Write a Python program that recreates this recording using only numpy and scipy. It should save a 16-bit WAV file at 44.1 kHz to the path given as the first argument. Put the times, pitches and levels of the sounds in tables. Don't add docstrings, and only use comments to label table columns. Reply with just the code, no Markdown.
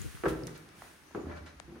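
import sys
import numpy as np
from scipy import signal
from scipy.fft import rfft, irfft
from scipy.io import wavfile
from scipy.ndimage import uniform_filter1d

SR = 44100
rng = np.random.default_rng(int(sys.argv[2]) if len(sys.argv) > 2 else 0)


def int16_out(signal):
    q = np.round(np.clip(np.atleast_2d(signal).T, -1, 1) * 32767)
    wavfile.write(sys.argv[1], SR, q.astype(np.int16))


N = 79380
T = np.arange(N) / SR
HZ = np.fft.rfftfreq(N, 1 / SR)


def amp(db):
    return 10 ** (np.asarray(db) / 20)


def unit(x):
    return x / np.sqrt(np.mean(x ** 2) + 1e-20)


def at_pitch(table, hz):
    freqs, values = np.transpose(table)
    return np.interp(np.log(hz + 1), np.log(freqs + 1), values)


def over_time(table, column=1):
    columns = np.transpose(table)
    return np.interp(T, columns[0], columns[column])


def add(mix, start, sound):
    part = mix[:, max(round(start * SR), 0):]
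    part += sound[..., :part.shape[1]]


def pan(db):
    return amp(np.array([[db / 2], [-db / 2]]))


def colour(x, db):
    return irfft(rfft(x) * amp(db), N)


def noise(db, likeness=0.18):
    mid, side = rfft(rng.standard_normal((2, N)))
    likeness = np.clip(likeness, -.99, .99)
    mid, side = mid * np.sqrt(1 + likeness), side * np.sqrt(1 - likeness)
    return unit(irfft(np.array([mid + side, mid - side]) * amp(db), N))


def die_away(x, ring_times):
    hz, t, bands = signal.stft(x, SR, nperseg=512)
    t60 = np.maximum(at_pitch(ring_times, hz), .01)[:, None]
    return signal.istft(bands * amp(-60 * t / t60), SR, nperseg=512)[1][:, :N]


def swell(start, rise, fade):
    return np.sin(np.pi / 2 * np.clip((T - start) / rise, 0, 1)) * np.exp(
        -np.maximum(T - start - rise, 0) / fade)


def bending_wave(time, tone_db, spread, hz, right_lag):
    delay = time - spread * np.sqrt(1000 / hz) + np.array([[0], [right_lag]])
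    turns = 2 * spread * np.sqrt(1000 * HZ) + HZ * delay
    wave = irfft(amp(tone_db) * np.exp(-2j * np.pi * turns), N)
    return wave / abs(wave).max()


# frequency in Hz, ring time in seconds.
ECHO_TIMES = [(100, 1), (1000, 0.42), (4000, 0.55), (12000, 0.33)]


def echo(x):
    tail = die_away(noise(0 * HZ), ECHO_TIMES) * np.minimum(T / 0.00068, 1)
    return signal.fftconvolve(x, tail / np.linalg.norm(tail[0]), axes=1)[:, :N]


# frequency in Hz, relative level in dB.
HALL_TONE = [(20, -38), (35, -5), (60, -3), (82, 2.5), (105, -10.5), (156, 0), (210, -6), (340, -2),
             (480, -10.5), (600, -12), (750, -8.5), (1100, -9), (1700, -10), (2130, -12.5), (2700, -15.5),
             (5000, -24), (8000, -28.5), (10500, -27), (15500, -38.5)]
# time in seconds, level in dB.
HALL_LOUDNESS = [(0, -59), (0.65, -57), (0.88, -56.5), (0.97, -61), (1.12, -57.5), (1.55, -58.5),
                 (1.8, -58)]
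# frequency in Hz, likeness.
HALL_LIKENESS = [(50, 0.86), (300, 0.72), (900, 0.12), (3000, 0.025), (12000, 0.45)]
# time in seconds, left over right in dB.
HISS_PAN = [(0, 20), (0.85, 8), (1.2, 15), (1.8, 10.5)]
# time in seconds, pitch in Hz, level in dB.
AIR_WHISTLE = [(1.0, 5400, -80), (1.08, 6000, -75), (1.2, 6900, -70), (1.28, 6200, -75.5),
               (1.42, 6000, -82)]


def hall_and_machine(whistle_width_hz=320):
    air = noise(at_pitch(HALL_TONE, HZ), at_pitch(HALL_LIKENESS, HZ)) * amp(over_time(HALL_LOUDNESS))
    hiss = colour(air, -10 * np.log10(1 + (np.log2((HZ + 1) / 5500) / 0.36) ** 6))
    left_db = over_time(HISS_PAN) / 2
    shift_left = hiss * (amp(np.array([left_db, -left_db])) - 1)
    flutter = noise(-10 * np.log10(1 + (2 * HZ / whistle_width_hz) ** 4))
    glide = np.sin(2 * np.pi * np.cumsum(over_time(AIR_WHISTLE)) / SR)
    whistle = flutter * glide * amp(over_time(AIR_WHISTLE, column=2))
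    return air + shift_left + whistle * pan(db=12)


# start in seconds, level in dB, rise and fade in seconds.
CLOTH_SWISHES = [(-0.05, -50.5, 0.055, 0.35), (0.28, -43, 0.0066, .025), (0.73, -57, 0.11, 0.2)]
# frequency in Hz, relative level in dB.
CLOTH_TONE = [(500, -12), (1500, 8), (3000, 2.5), (4500, -1), (6500, -0.5), (10000, 1), (12500, -6.5),
              (15500, -6)]


def clothes():
    return sum(amp(db) * swell(start, rise, fade) * noise(at_pitch(CLOTH_TONE, HZ), likeness=0.26)
               for start, db, rise, fade in CLOTH_SWISHES)


# start in seconds, level in dB, rough length in seconds.
HAND_BUMPS = [(-0.005, -38.5, 0.041), (0.041, -31.5, 0.026), (0.134, -38.5, 0.022), (0.193, -45.5, 0.015)]
# frequency in Hz, relative level in dB.
BUMP_TONE = [(25, -15), (50, 0), (85, 7.5), (150, -5), (240, -9), (450, -13), (700, -28), (3000, -66)]


def hand_bumps():
    out = np.zeros((2, N))
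    for start, db, length in HAND_BUMPS:
        thud = noise(at_pitch(BUMP_TONE, HZ), likeness=-0.76)
        out += amp(db) * swell(start, length / 2, length * 0.81) * thud * pan(db=5.5)
    return out


# start in seconds, level in dB, pitch in Hz, ring time in seconds, left over right in dB.
METAL_CLINKS = [(0.0168, -32, 7000, 0.006, 13), (0.4357, -41.5, 5130, 0.0083, 12),
                (0.4705, -35, 6010, 0.0057, 9.5)]


def clinks(rise_s=0.00027):
    out = np.zeros((2, N))
    for start, db, hz, t60, pan_db in METAL_CLINKS:
        level = amp(db - 60 * T / t60) * np.minimum(T / rise_s, 1)
        add(out, start, level * np.sin(2 * np.pi * hz * T) * pan(pan_db))
    return out + amp(-10) * echo(out)


# time in seconds, level in dB, low and high edge in Hz, spread in seconds,
# left over right in dB, delay of the right side in seconds, echo in dB.
SMALL_TICKS = [(0.152, -43.5, 1480, 3600, 0.0022, -12, .0002, -6), (0.173, -44, 1094, 1880, .003, 4, 0, 2),
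               (0.4702, -35.5, 5700, 13600, 0.0041, -8, -.0002, -3),
               (0.471, -43, 2100, 3830, 0.0028, -10, 0, 1),
               (0.4755, -40, 3600, 8960, 0.0047, 6, -.0005, -3.5),
               (0.481, -41.5, 895, 2050, 0.00384, -13, -.0005, 4.5),
               (0.578, -48.5, 6760, 16000, 0.0065, 2, 0, 0.5), (0.69, -46.5, 2900, 9500, 0.0008, 7, 0, -16),
               (0.8214, -35.5, 580, 2150, 0.00302, -2, 0, -3), (1.111, -46.5, 507, 1121, 0.0025, 0, 0, -24),
               (1.6007, -44.5, 531, 8770, 0.0022, 25, .0002, -7.5),
               (1.5997, -41, 6650, 8800, 0.0019, 17, 0, -13)]


def ticks(tilt_db_per_octave=-5):
    direct, to_echo = np.zeros((2, 2, N))
    for time, db, low_hz, high_hz, spread, pan_db, lag, echo_db in SMALL_TICKS:
        band_db = -10 * np.log10((1 + (low_hz / (HZ + 1)) ** 12) * (1 + (HZ / high_hz) ** 20))
        tilt_db = tilt_db_per_octave * np.log2(np.maximum(HZ / low_hz, 1))
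        tick = amp(db) * bending_wave(time, band_db + tilt_db, spread, np.sqrt(low_hz * high_hz), lag)
        direct += tick * pan(pan_db)
        to_echo += tick * amp(echo_db)
    return direct + echo(to_echo)


# start in seconds, level in dB, rise and fade in seconds, treble change in dB.
SOLE_SCUFFS = [(0.543, -58.5, 0.019, 0.023, 10), (1.272, -46, 0.05, 0.073, -18),
               (1.352, -55.5, 0.024, 0.023, 1.5), (1.459, -54.5, 0.0062, 0.036, 4.5)]
# frequency in Hz, relative level in dB.
SCUFF_TONE = [(200, -3), (600, -4), (1000, -2.5), (1500, -6), (2300, -9), (3200, -10.5), (6000, -15),
              (10000, -25.5), (15000, -45)]
# pitch in Hz, width in Hz, strength in dB.
SCUFF_NOTES = [(589.5, 18, 15), (1250, 18, 4), (1394, 11, 17.5), (1547, 23, 12.5), (1708, 21, 15.5),
               (1820, 90, 2.5), (1974, 32, 12), (2294, 14.5, 15.5), (3950, 44, 5.5), (4260, 47, 4)]


def scuffs(grain_db=0.5):
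    out = np.zeros((2, N))
    plate = 1 + sum(amp(db) / (1 + 2j * (HZ - hz) / width) for hz, width, db in SCUFF_NOTES)
    for start, db, rise, fade, treble_db in SOLE_SCUFFS:
        jitter = unit(uniform_filter1d(rng.standard_normal(N), 130))
        level = amp(db) * swell(start, rise, fade) * unit(amp(grain_db * jitter))
        rub = level * noise(at_pitch(SCUFF_TONE, HZ), likeness=0.25)
        singing = irfft(rfft(rub) * plate, N)
        out += colour(singing, treble_db * HZ ** 2 / (HZ ** 2 + 2500 ** 2))
    return out


# start in seconds, level in dB, pitch in Hz, rise and ring time in seconds,
# left over right in dB.
FRAME_BOOMS = [(0.25, -39, 56, 0.0091, 0.78, -6.5), (0.267, -41.5, 73.8, 0.0085, 0.58, 5),
               (1.156, -55, 64, 0.027, 1, -7.5), (1.231, -39.5, 79.5, 0.031, 0.75, -1),
               (1.4, -40, 80.2, 0.015, 0.36, -1), (1.54, -50, 60.6, 0.023, 0.2, -0.5),
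               (1.629, -54.5, 63.2, 0.0072, 0.89, -7)]


def frame_booms():
    out = np.zeros((2, N))
    for start, db, hz, rise, t60, pan_db in FRAME_BOOMS:
        level = amp(db - 60 * np.maximum(T - rise, 0) / t60) * np.minimum(T / rise, 1)
        add(out, start, level * np.sin(2 * np.pi * hz * T) * pan(pan_db))
    return out


def sole_tone(hz, bass_db, treble_db):
    return bass_db / (1 + (hz / 177) ** 4) + treble_db * (1 - 1 / (1 + (hz / 890) ** 4))


# pitch in Hz, relative level in dB when struck on the near panel,
# the same for the far panel, ring time in seconds.
DECK_NOTES = [(123.4, -21, -10.5, 0.81), (160, -8.5, -10.5, 0.62), (235.5, -29, -7.5, 0.59),
              (268, -20, -17, 0.89), (302, -20, -4, 0.44), (315.7, -1.5, -16, 0.78), (342.3, 1, 3, 0.34),
              (392.3, 3.5, -15, 0.32), (430.5, -22, -9.5, 0.33), (490.3, 0, -19, 0.44),
              (514, -13, -7, 0.27), (628, -13.5, -31.5, 0.59), (643, -31, -16, 0.17),
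              (706.4, -14.5, -14.5, 0.4), (755, -29, -9, 0.19), (1149, -19, -10.5, 0.23),
              (1278, -12, -23, 0.28), (1335, -14, -30, 0.5), (1363, -20, -32, 0.63), (1628, -13, -32, 0.19)]


def deck_notes(place, bass_db, treble_db, rise_s=0.00044):
    notes = np.zeros(N)
    for k, (hz, near_db, far_db, t60) in enumerate(DECK_NOTES):
        db = np.interp(place, [0, 1], [near_db, far_db]) + sole_tone(hz, bass_db, treble_db)
        notes += (-1) ** k * amp(db - 60 * T / t60) * np.sin(2 * np.pi * hz * T)
    return notes * (1 - np.exp(-T / rise_s))


# frequency in Hz, relative level in dB.
WASH_TONE = [(50, -39), (130, -12.5), (205, -8.5), (320, 0.5), (500, -1), (600, -8), (950, -14),
             (1350, -15), (1800, -19), (2400, -27.5), (4000, -38), (15000, -54.5)]
# frequency in Hz, ring time in seconds.
WASH_TIMES = [(100, 0.91), (300, 0.75), (600, 0.54), (1400, 0.47), (4000, 0.58), (12000, 0.63)]
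# frequency in Hz, likeness.
WASH_LIKENESS = [(150, 0.97), (500, 0.31), (1500, 0.1)]
# frequency in Hz, relative level in dB.
KNOCK_TONE = [(80, -54), (250, 3), (420, 27), (700, 12), (1400, 15.5), (1900, 12), (2500, -23), (4000, -40),
              (15000, -62)]
# start in seconds, level in dB, bass and treble change
# in dB, pitch factor for knock and wash, knock change in dB, deck note change in dB,
# place from 0 (near panel) to 1 (far panel).
FOOT_BLOWS = [(0.2373, -31, -20, 3.5, 0.96, 4.5, 6, 0.53), (0.2566, -31, -11, 8.5, 0.96, 8.5, 2, 0.051),
              (0.262, -32.5, 10.5, -24, 1.01, 9.5, 5.5, 0.13),
              (0.423, -39.5, 18.5, -12.5, 0.99, 5, -1, 0.1), (1.149, -33.5, 2.5, 1.5, 0.87, 2, 1, 0.86),
              (1.258, -46, 2, 3, 0.93, 0.5, -2, 1), (1.269, -47, 6.5, -20, 0.6, 11, 5, 1),
              (1.679, -51, 10, -24, 0.71, -8, 8, 0.77), (1.717, -59.5, -2, -5, 0.7, -2, 15, 1),
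              (1.756, -52.5, 9, 8, 0.97, 2, -2, 1)]


def footsteps(knock_t60=0.046):
    out = np.zeros((2, N))
    for start, db, bass_db, treble_db, pitch, knock_db, notes_db, place in FOOT_BLOWS:
        sole_db = sole_tone(HZ, bass_db, treble_db)
        knock_tone = at_pitch(KNOCK_TONE, HZ / pitch)
        pulse = bending_wave(start, knock_tone + sole_db, spread=0.002037, hz=1470, right_lag=0)
        out += amp(db + knock_db + 0.5) * pulse
        notes = deck_notes(place, bass_db, treble_db)
        wash = noise(at_pitch(WASH_TONE, HZ / pitch), at_pitch(WASH_LIKENESS, HZ))
        wash = die_away(colour(wash, sole_db), WASH_TIMES)
        knock = colour(noise(knock_tone, likeness=0.35), sole_db) * amp(-60 * T / knock_t60)
        blow = amp(notes_db - 7) * notes + amp(-4) * wash + amp(knock_db - 6.5) * knock
        add(out, start, amp(db) * blow * np.minimum(T / 0.00022, 1))
    return out


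def scene():
    walking = footsteps() + frame_booms() + hand_bumps() + ticks() + clinks() + scuffs() + clothes()
    return walking + hall_and_machine()


def record(dry):
    dip_db = -29 * np.exp(-((HZ - 7540) / 144) ** 2)
    low_cut = signal.butter(4, 36, "high", fs=SR, output="sos")
    high_cut = signal.firwin(511, 15900, window=("kaiser", 9), fs=SR)
    heard = signal.sosfilt(low_cut, colour(dry, dip_db))
    return signal.oaconvolve(heard, high_cut[None], "same")


dry = scene()
out = record(dry)
int16_out(out)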